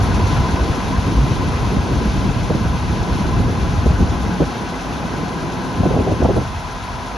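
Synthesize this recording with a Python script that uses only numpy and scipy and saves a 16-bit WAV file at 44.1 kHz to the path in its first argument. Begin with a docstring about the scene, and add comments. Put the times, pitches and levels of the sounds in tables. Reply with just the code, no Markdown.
"""A road roller drives slowly away: its six-cylinder diesel knocks, clatters, hisses, whines and hums throughout.
From the start wind rumbles and flutters over the engine, with surges, slaps and puffs of filtered noise.
Two dry rasps pass early on, at about 0.3 and 1.6 s. Near 4.5 s the wind drops.
A sharp gust returns at about 5.8 s, then the wind dies away and leaves the engine.
Noise through resonances makes the machine, sines its tones; overloaded noise and swings make the wind."""
import sys
import numpy as np
from scipy import signal
from scipy.fft import rfft, irfft
from scipy.io import wavfile
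from scipy.ndimage import uniform_filter1d

SR = 44100
rng = np.random.default_rng(int(sys.argv[2]) if len(sys.argv) > 2 else 0)


def persist_wave(psi):
    """Save psi, clipped to +-1, as 16-bit WAV."""
    counts = np.round(np.clip(psi, -1, 1) * 32767).astype(np.int16)
    wavfile.write(sys.argv[1], SR, np.atleast_2d(counts).T)


N = 316197
TIME = np.arange(N) / SR
FREQS = np.fft.rfftfreq(N, 1 / SR)

# engine speed, hunting slightly under the governor: time_s, speed_rpm
ENGINE_SPEED = [(0, 993), (.5, 984), (.8, 996), (1.1, 1003), (1.45, 994), (1.75, 1001), (2, 1010),
                (2.6, 999), (3, 1007), (3.3, 1006), (3.55, 1012), (3.95, 1018), (4.25, 1009), (4.5, 1013),
                (4.8, 1008), (5.15, 1016), (5.55, 1006), (5.9, 1010), (6.45, 1012), (6.75, 1005),
                (7.17, 1010)]
# blows within one cycle of two revolutions: place_in_cycle (0-1), ring_hz, ring_width_hz,
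# level_db (against the other blows), rattle_decay_s
KNOCKS = [(.33, 1013, 110, -16, 0.0032), (.46, 964, 89, -16, 0.0086), (.62, 1008, 86, -10, 0.0092),
          (.8, 1016, 68, -13, 0.003), (.09, 814, 98, -12.5, 0.0052), (0, 1410, 420, -11, 0.018),
          (.61, 2120, 970, -16, 0.005), (.19, 6200, 2200, -17.5, 0.018), (.25, 3840, 610, -21.5, 0.0074),
          (.26, 9800, 2800, -23, 0.025)]
# colour of the steady clatter of gears, fan and rolls: frequency_hz, relative_density_db
CLATTER_COLOUR = [(25, -15), (54, 10), (100, 4.5), (200, -3), (380, -3), (560, -4.5), (780, 1), (1040, -4),
                  (1095, -4), (1250, -4.5), (1550, -8), (1900, -13), (2400, -19), (5000, -52)]
# panels and castings that ring under the shaking: ring_hz, width_hz, lift_db
PANELS = [(260, 20, 7.5), (370, 12, 6), (402, 4.6, 5), (480, 37, 6), (655, 27, 5), (720, 28, 3.5),
          (847, 15, 4), (947, 46, 3.5), (1017, 46, 4), (1050, 27, 4), (1347, 63, 3.5), (1499, 24, 7),
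          (1610, 57, 5), (2028, 54, 4.5), (2520, 190, 0), (3180, 120, 0.5), (4180, 180, 1.5)]
# level of the engine's body, which fades unevenly: time_s, level_db
BODY_LEVEL = [(0, -32.5), (.4, -33.5), (1.3, -35), (2.45, -36), (3.1, -35.5), (4, -35.5), (5.3, -36),
              (6.3, -36), (6.6, -37)]
# colour of the injector and fan hiss: frequency_hz, relative_density_db
HISS_COLOUR = [(1400, -24), (1900, 0.5), (2600, 3), (2900, 1.5), (3300, 1.5), (4300, -0.7), (4900, -2),
               (6300, -3), (7000, -8), (9400, -11), (11500, -14.5)]
# brief swells of the hiss: middle_s, lift_db, half_length_s
HISS_SWELLS = [(0.332, 2.5, .06), (2.12, 1.5, 0.074), (3.17, 1, 0.11)]
# loose covers that rattle: centre_hz, width_hz, level_db (at the starting distance)
COVERS = [(1660, 140, -47.5), (2567, 200, -46), (3470, 350, -51.5)]
# steady gear tones: multiple_of_cycle_rate (rounded when played), level_db (at the starting distance)
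WHINE_TONES = [(98.2, -53), (96.5, -48), (115, -49.5), (117.7, -48.5), (120.4, -41.5), (122, -47),
               (122.2, -44.5), (125.7, -45.5), (162.7, -57), (180.1, -50), (194.5, -54)]
# gear tones that sing out for a while: middle_s, multiple_of_cycle_rate (rounded when played),
# level_db, half_length_s
WHINE_STRANDS = [(0.38, 123, -31.5, 0.3), (.17, 118, -35, .12), (.9, 117, -37, 0.24), (1.15, 127, -40, 0.4),
                 (2.2, 121, -43, .4), (2.6, 114, -42, .45), (2.9, 115, -40, 0.5), (2.9, 120, -42, .4),
                 (3.12, 117, -35.5, 0.34), (3.27, 123, -36, 0.28), (3.74, 118, -45, .3),
                 (4.4, 100, -38, 0.92), (3.9, 96, -39, .5), (5.15, 97, -37, .25), (5.53, 120, -34.5, 0.43),
                 (6.1, 126, -41, .4), (5.8, 123, -39, 0.32), (5, 178, -46, 1.2), (7.1, 114, -40, 0.33)]
# exhaust tones: multiple_of_cycle_rate, level_db (before wavering)
EXHAUST_TONES = [(6, -42), (7, -38), (12, -48), (18, -42.5), (24, -52), (30, -43.5)]
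# how alike left and right are: frequency_hz, coherence (0-1)
STEREO_LIKENESS = [(60, 0.66), (500, 0.74), (1000, 0.77), (1400, 0.44), (2000, 0.16), (2700, 0.52),
                   (3750, 1), (4300, 1), (5100, 0.49), (6100, 0.93), (6900, 0.99), (7500, 1)]
# phase between left and right: frequency_hz, phase_turn_rad
STEREO_PHASE = [(6200, 0), (7400, 2.4), (7600, np.pi), (8900, np.pi), (10000, 5.1), (10600, 2 * np.pi)]
# level between left and right: frequency_hz, left_minus_right_db
STEREO_BALANCE = [(350, 0.3), (1000, 1.8), (1400, 3), (2700, 2.5), (3700, -0.3), (5200, 2), (6200, 0.5),
                  (7500, 0)]

# Wind levels below come before the trims and the soft overload.
# breeze, lull, gust and calm: time_s, rumble_level_db, flutter_level_db
WIND_LEVEL = [(0, -19.5, -23), (.6, -21.5, -22.5), (.82, -24.5, -23), (1.1, -21, -22), (2.55, -21.5, -22.5),
              (2.8, -21.5, -23), (3.4, -20.5, -23), (4.1, -22, -24.5), (4.45, -25.5, -23.5),
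              (4.58, -41, -29), (5.25, -37, -26), (5.7, -33, -24.5), (5.92, -26.5, -22),
              (6.14, -26.5, -24.5), (6.38, -23, -20.5), (6.46, -28.5, -34.5), (6.75, -33.5, -41),
              (7.17, -36, -37)]
# colour of the deep wind rumble: frequency_hz, relative_density_db
RUMBLE_COLOUR = [(15, -40.5), (30, -17), (43, -5), (60, -1), (80, -3), (105, -4), (140, -7.5), (220, -18.5),
                 (500, -50), (1500, -95)]
# colour of the wind flutter above it: frequency_hz, relative_density_db
FLUTTER_COLOUR = [(50, -31), (110, -4.5), (175, -1.5), (265, -4), (380, -9.5), (550, -16), (900, -27.5),
                  (2000, -42), (6000, -91)]
# brief dips and small lifts of the wind: middle_s, change_db, half_length_s
WIND_DIPS = [(.47, 1, 0.019), (.79, -1, .025), (1.04, 0.5, .02), (1.36, -3, .02), (1.86, -1, 0.014),
             (2.335, -4.5, 0.014), (2.465, -2.5, .02), (2.79, -5, 0.017), (3.55, -2, .018),
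             (3.82, 2, 0.018), (3.97, -4, 0.014), (4.37, -3, .018)]
# round, low surges of air: middle_s, peak_db (before lean), pitch_hz, half_length_s
SURGES = [(0.009, -9, 93, 0.017), (.127, -12, 89, 0.01), (.238, -11, 93, .013), (.545, -10, 78, 0.012),
          (0.62, -12, 58, 0.019), (1.19, -5, 58, 0.029), (1.235, -13, 135, 0.028), (1.555, -13, 80, .012),
          (1.689, -14.5, 69, .018), (1.798, -13, 63, 0.016), (2.06, -14.5, 212, 0.013),
          (2.088, -12.5, 55, 0.017), (2.259, -14, 201, 0.016), (2.426, -14.5, 176, .02),
          (3.209, -11.5, 178, 0.0062), (3.51, -11.5, 80, .012), (3.696, -14, 88, 0.017),
          (3.791, -9, 78, 0.011), (3.882, -7.5, 68, 0.024), (4.04, -9.5, 76, 0.014),
          (4.226, -16.5, 75, 0.02), (4.338, -16.5, 179, 0.027), (4.413, -15.5, 290.5, .014),
          (4.423, -13, 165, .014), (5.803, -14, 96, 0.016), (5.869, -14, 170, 0.01),
          (5.965, -12.5, 240, 0.0086), (6, -11.5, 87, .016), (6.243, -9.5, 72, .026),
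          (6.352, -14, 75, .012), (6.572, -22, 80, .025)]
# dry rasps in the upper middle range: middle_s, level_db, half_length_s
RASPS = [(.33, -36, 0.062), (1.556, -32.5, 0.058)]
# colour of the rasps: frequency_hz, relative_density_db
RASP_COLOUR = [(700, -30), (1200, 1), (1600, 0), (2000, -6), (2700, -12), (5000, -35)]
# single eddies that hit the microphone: start_s, level_db, push_length_s, upper_edge_hz
EDDIES = [(.37, -15.5, 0.037, 160), (1.164, -17, 0.042, 328), (1.761, -16, 0.029, 300),
          (2.236, -19.5, .06, 233), (2.497, -14.5, 0.037, 540), (2.545, -16, 0.026, 447),
          (3.376, -15, 0.048, 260), (3.856, -12.5, 0.019, 470), (3.992, -13, 0.054, 278),
          (4.395, -12, 0.052, 466), (5.796, -17, 0.02, 280), (5.83, -12, .015, 600),
          (5.848, -12, 0.035, 500), (5.903, -12.5, .025, 560), (5.934, -16, 0.028, 560),
          (5.958, -14, 0.026, 600), (5.983, -14, 0.046, 500), (6.062, -15.5, 0.052, 616),
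          (6.111, -14.5, 0.028, 660), (6.217, -12.5, 0.026, 620), (6.242, -9.5, 0.028, 750),
          (6.285, -13, 0.045, 590), (6.355, -13, 0.051, 527)]
# hard single swings of pressure: start_s, peak_db (before lean and filter), pitch_hz
SLAPS = [(.394, -5.5, 101), (.698, -6.5, 85), (0.981, -6, 90), (1.08, -10, 100), (1.314, -6, 130),
         (1.624, -7, 121), (1.956, -14, 120), (2.289, -3.5, 135), (2.365, -7.5, 111), (2.505, -9, 240),
         (2.552, -6.5, 185), (2.66, -9, 120), (2.7, -8.5, 115), (3.336, -13, 110), (3.4, -4, 94),
         (3.859, -3.5, 191), (3.905, -4, 132), (4.006, -4.5, 165), (5.803, -6.5, 170), (5.86, -6, 300),
         (5.905, -6, 330), (6.203, -9, 250), (6.255, -9, 230), (6.287, -7, 380)]
# moments when the low mids sink: middle_s, dip_db (at the band's centre), half_length_s
HOLLOWS = [(2.74, -4.5, 0.17), (6.56, -5, 0.079), (6.85, -3.5, 0.16)]


def gain_of(db):
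    """Turns decibels into amplitude."""
    return 10 ** (np.asarray(db) / 20)


def evened(x):
    """Scales a signal to an rms of one."""
    return x / np.sqrt(np.mean(x ** 2) + 1e-20)


def curve(rows, column):
    """Draws one column of a table as a curve in time."""
    rows = np.asarray(rows)
    return np.interp(TIME, rows[:, 0], rows[:, column])


def read(points):
    """Reads a table over frequency, joined on a log axis."""
    hz, value = np.transpose(points)
    return np.interp(np.log(FREQS + 1), np.log(hz + 1), value)


def coloured(x, spectrum):
    """Gives a signal the colour of a table, at an rms of one."""
    return evened(irfft(rfft(x) * gain_of(read(spectrum)), N))


def noise(spectrum):
    """Makes two unrelated noises of the given colour."""
    return coloured(rng.standard_normal((2, N)), spectrum)


def drift(top_hz):
    """Wanders slowly and at random, mostly below top_hz, with an rms of one."""
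    lowpass = 1 + (FREQS / top_hz) ** 4
    return evened(irfft(rfft(rng.standard_normal(N)) / lowpass, N))


def bump(middle_s, half_s):
    """Rises and falls smoothly around one moment."""
    return np.exp(-((TIME - middle_s) / half_s) ** 2)


def swelling(rows):
    """Gain over a set of brief swells or dips."""
    return gain_of(sum(db * bump(middle_s, half_s) for middle_s, db, half_s in rows))


def add(mix, start_s, sound):
    """Lays a sound into the mix at start_s."""
    part = mix[:, max(round(start_s * SR), 0):][:, :sound.shape[1]]
    part += sound[:, :part.shape[1]]


def pair(two, likeness):
    """Blends two unrelated signals into a left and a right of the given likeness."""
    common = two[0] * np.sqrt((1 + likeness) / 2)
    apart = two[1] * np.sqrt((1 - likeness) / 2)
    return np.array([common + apart, common - apart])


def stereo(two):
    """Gives a sound its stereo width, level lean and treble phase turn."""
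    lean = gain_of(read(STEREO_BALANCE) / 2)
    left, right = pair(rfft(two), read(STEREO_LIKENESS))
    turned = right / lean * np.exp(-1j * read(STEREO_PHASE))
    return irfft(np.array([left * lean, turned]), N)


def receding(start_db, loss_db):
    """Gain of a sound moving steadily away, losing loss_db for each tenfold distance."""
    start_m, away_m_per_s = 6.14, 0.74
    distance_m = start_m + away_m_per_s * TIME
    return gain_of(start_db - loss_db * np.log10(distance_m / start_m))


def knocks(cycles, uneven_db=2.0, jitter_s=.0001, repeat=0.41):
    """Each blow is a short rattle, partly the same in every cycle, that rings one part of the block."""
    out = np.zeros((2, N))
    age = np.arange(2048) / SR
    for place, hz, width_hz, db, decay_s in KNOCKS:
        late, size = rng.standard_normal((2, 64))  # one value for each engine cycle
        blows = np.arange(len(late)) + place
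        when = np.interp(blows, cycles, TIME, right=np.inf) + jitter_s * late
        same = rng.standard_normal((2, len(age)))
        fresh = rng.standard_normal((len(late), 2, len(age)))
        rattles = np.sqrt(repeat) * same + np.sqrt(1 - repeat) * fresh
        rattles *= np.exp(-age / decay_s)
        band = signal.butter(2, [hz - width_hz / 2, hz + width_hz / 2], "band", fs=SR, output="sos")
        rings = signal.sosfilt(band, rattles)
        rings /= np.linalg.norm(rings, axis=-1, keepdims=True)
        rings *= gain_of(uneven_db * size)[:, None, None]
        track = np.zeros((2, N))
        for start_s, ring in zip(when[when < TIME[-1]], rings):
            add(track, start_s, ring)
        out += gain_of(db) * evened(track)
    return out


def clatter(cycles, repeat=0.25):
    """The same teeth and tappets meet in every cycle, so part of the clatter noise repeats."""
    places = np.linspace(0, 1, 5200, endpoint=False)
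    patterns = rng.standard_normal((2, len(places)))
    again = evened(np.array([np.interp(cycles % 1, places, one) for one in patterns]))
    fresh = rng.standard_normal((2, N))
    return coloured(np.sqrt(repeat) * again + np.sqrt(1 - repeat) * fresh, CLATTER_COLOUR)


def panels(x):
    """Each panel resonance lifts a narrow band and lets it ring on."""
    lift = 1 + sum((gain_of(db) - 1) / (1 + 2j * (FREQS - hz) / width_hz) for hz, width_hz, db in PANELS)
    return irfft(rfft(x) * lift, N)


def body(cycles, clatter_db=6.5, flicker_db=0.5):
    """Knocks and flickering clatter shake the engine's body together."""
    flicker = gain_of(clatter_db + flicker_db * drift(top_hz=45))
    shaking = knocks(cycles) + clatter(cycles) * flicker
    return gain_of(curve(BODY_LEVEL, column=1)) * shaking


def hiss(shimmer_db=0.5):
    """Injectors and fan hiss as shimmering coloured noise that recedes and briefly swells."""
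    shimmer = gain_of(shimmer_db * drift(top_hz=17))
    return receding(start_db=-34, loss_db=16.5) * swelling(HISS_SWELLS) * shimmer * noise(HISS_COLOUR)


def covers(cycles, rough_db=5.5, rough_hz=40, loss_db=12):
    """Thin covers chatter in fits, each in its own narrow band and hardest once in a cycle."""
    out = np.zeros((2, N))
    for hz, width_hz, db in COVERS:
        uneven = np.tanh(drift(top_hz=rough_hz))
        pulse = np.cos(2 * np.pi * (cycles + rng.random()))
        fits = gain_of(rough_db * (uneven + pulse))
        shaken = rfft(fits * rng.standard_normal((2, N)))
        ring = irfft(shaken / (1 + 1j * (FREQS - hz) / width_hz) ** 2, N)
        out += gain_of(db) * evened(ring)
    return receding(0, loss_db) * out


def whine(cycles, fade_db=2, wobble_rad=0.37, loss_db=10, pulse_db=2.0, left_db=2):
    """Thin gear tones locked to the crankshaft pulse once a cycle; steady ones waver, others sing out."""
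    def tone(order):
        turns = round(order) * cycles + rng.random()
        return np.sin(2 * np.pi * turns + wobble_rad * drift(top_hz=14))

    steady = sum(gain_of(db) * evened(gain_of(fade_db * drift(top_hz=1.6))) * tone(order)
                 for order, db in WHINE_TONES)
    singing = sum(gain_of(db) * bump(middle_s, half_s) * tone(order)
                  for middle_s, order, db, half_s in WHINE_STRANDS)
    pulsing = evened(gain_of(pulse_db * np.cos(2 * np.pi * (cycles - .7))))
    sides = gain_of([[left_db / 2], [-left_db / 2]])
    return sides * pulsing * (receding(0, loss_db) * steady + singing)


def exhaust(cycles, waver_db=5.0):
    """The exhaust hums on multiples of the cycle rate, each wavering in the moving air."""
    return sum(gain_of(db + waver_db * drift(top_hz=3.9))
               * np.sin(2 * np.pi * (round(order) * cycles + rng.random())) for order, db in EXHAUST_TONES)


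def engine():
    """One crankshaft drives knocks, clatter, covers, whine and exhaust, under a free-running hiss."""
    cycles = np.cumsum(curve(ENGINE_SPEED, column=1)) / (2 * 60 * SR)  # two revolutions a cycle
    machine = stereo(panels(body(cycles) + hiss()) + covers(cycles))
    return machine + exhaust(cycles) + whine(cycles)


def turbulence(spectrum, steadiness):
    """Coloured noise with its slow swells partly evened out, so that the airflow sets its strength."""
    air = noise(spectrum)
    swell = np.sqrt(abs(uniform_filter1d(air ** 2, size=2600)) + 1e-9)  # level over about 59 ms
    return evened(air / swell ** steadiness)


def wind(rumble_db=0.7, flutter_db=-0.5, surge_db=2.5, lumpy_db=1.6, buffet_db=1.12, likeness=0.82):
    """Air tumbling past the microphone: a surging rumble under a lumpy flutter, buffeted together."""
    buffets = evened(gain_of(buffet_db * drift(top_hz=8)))
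    swells = evened(gain_of(surge_db * drift(top_hz=13)))
    lumps = evened(gain_of(lumpy_db * drift(top_hz=35)))
    rumble_gain = gain_of(curve(WIND_LEVEL, column=1) + rumble_db)
    rumble = rumble_gain * turbulence(RUMBLE_COLOUR, steadiness=0.49) * swells
    flutter_gain = gain_of(curve(WIND_LEVEL, column=2) + flutter_db)
    flutter = flutter_gain * turbulence(FLUTTER_COLOUR, steadiness=0.61) * lumps
    return buffets * swelling(WIND_DIPS) * (pair(rumble, likeness) + pair(flutter, likeness))


def surges(lean_db=0.5):
    """Each surge swings the pressure as a sine that swells and ebbs smoothly."""
    out = np.zeros((2, N))
    chances = rng.uniform(-0.99, 1, (len(SURGES), 2))
    for (middle_s, db, hz, half_s), (turn, lean) in zip(SURGES, chances):
        swing = bump(middle_s, half_s) * np.sin(2 * np.pi * (hz * TIME + turn))
        out += gain_of([[db + lean_db * lean], [db - lean_db * lean]]) * swing
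    return out


def rasps():
    """A dry rasp of coloured noise comes and goes twice."""
    level = sum(gain_of(db) * bump(middle_s, half_s) for middle_s, db, half_s in RASPS)
    return stereo(noise(RASP_COLOUR)) * level


def eddies(low_hz=42, likeness=0.76, skew=0.68):
    """Each eddy is a puff of band-limited noise that strikes fast and ebbs more slowly."""
    out = np.zeros((2, N))
    for start_s, db, length_s, top_hz in EDDIES:
        window = np.sin(np.pi * np.linspace(0, 1, round(length_s * SR)) ** skew)
        size = 2 * len(window)  # silence after the push leaves room for the filter to ring
        push = np.pad(window, (0, len(window))) * rng.standard_normal((2, size))
        band = signal.butter(3, [low_hz, top_hz], "band", fs=SR, output="sos")
        puff = signal.sosfilt(band, push) * np.hanning(2 * size)[size:]
        puff *= np.linalg.norm(window) / np.linalg.norm(puff, axis=1, keepdims=True)
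        add(out, start_s, gain_of(db) * puff)
    return pair(out, likeness)


def slaps(ring_cycles=0.8, lean_db=3.0, dull_hz=700):
    """Each slap is a quickly damped sine, a little harder on one side."""
    out, age = np.zeros((2, N)), np.arange(3000) / SR
    leans = lean_db * rng.standard_normal(len(SLAPS))
    for (start_s, db, hz), lean in zip(SLAPS, leans):
        swing = np.sin(2 * np.pi * hz * age) * np.exp(-hz * age / ring_cycles)
        add(out, start_s, gain_of([[db + lean / 2], [db - lean / 2]]) * swing / swing.max())
    band = signal.butter(2, [36, dull_hz], "band", fs=SR, output="sos")
    return signal.sosfilt(band, out)


def hollowed(x, centre_hz=400, width_octaves=0.75):
    """Thins the low mids of the whole mix during each hollow."""
    band = np.exp(-(np.log2((FREQS + 1) / centre_hz) / width_octaves) ** 2)
    return x + (swelling(HOLLOWS) - 1) * irfft(rfft(x) * band, N)


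def scene(dull_hz=1050):
    """The roller under the wind, whose gusts overload softly and stay dull."""
    gusts = wind() + gain_of(-0.5) * surges() + gain_of(-0.93) * eddies() + gain_of(-0.5) * slaps()
    overloaded = 0.92 * np.tanh(gusts / 0.85)
    dull = signal.butter(4, dull_hz, fs=SR, output="sos")
    return hollowed(engine() + rasps() + signal.sosfilt(dull, overloaded))


def record(dry):
    """The recorder's band limit: a steep low-pass filter."""
    edge = signal.firwin(511, 11700, window=("kaiser", 9), fs=SR)  # edge in Hz
    return signal.oaconvolve(dry, edge[None], "same", axes=1)


dry = scene()
out = record(dry)
persist_wave(out)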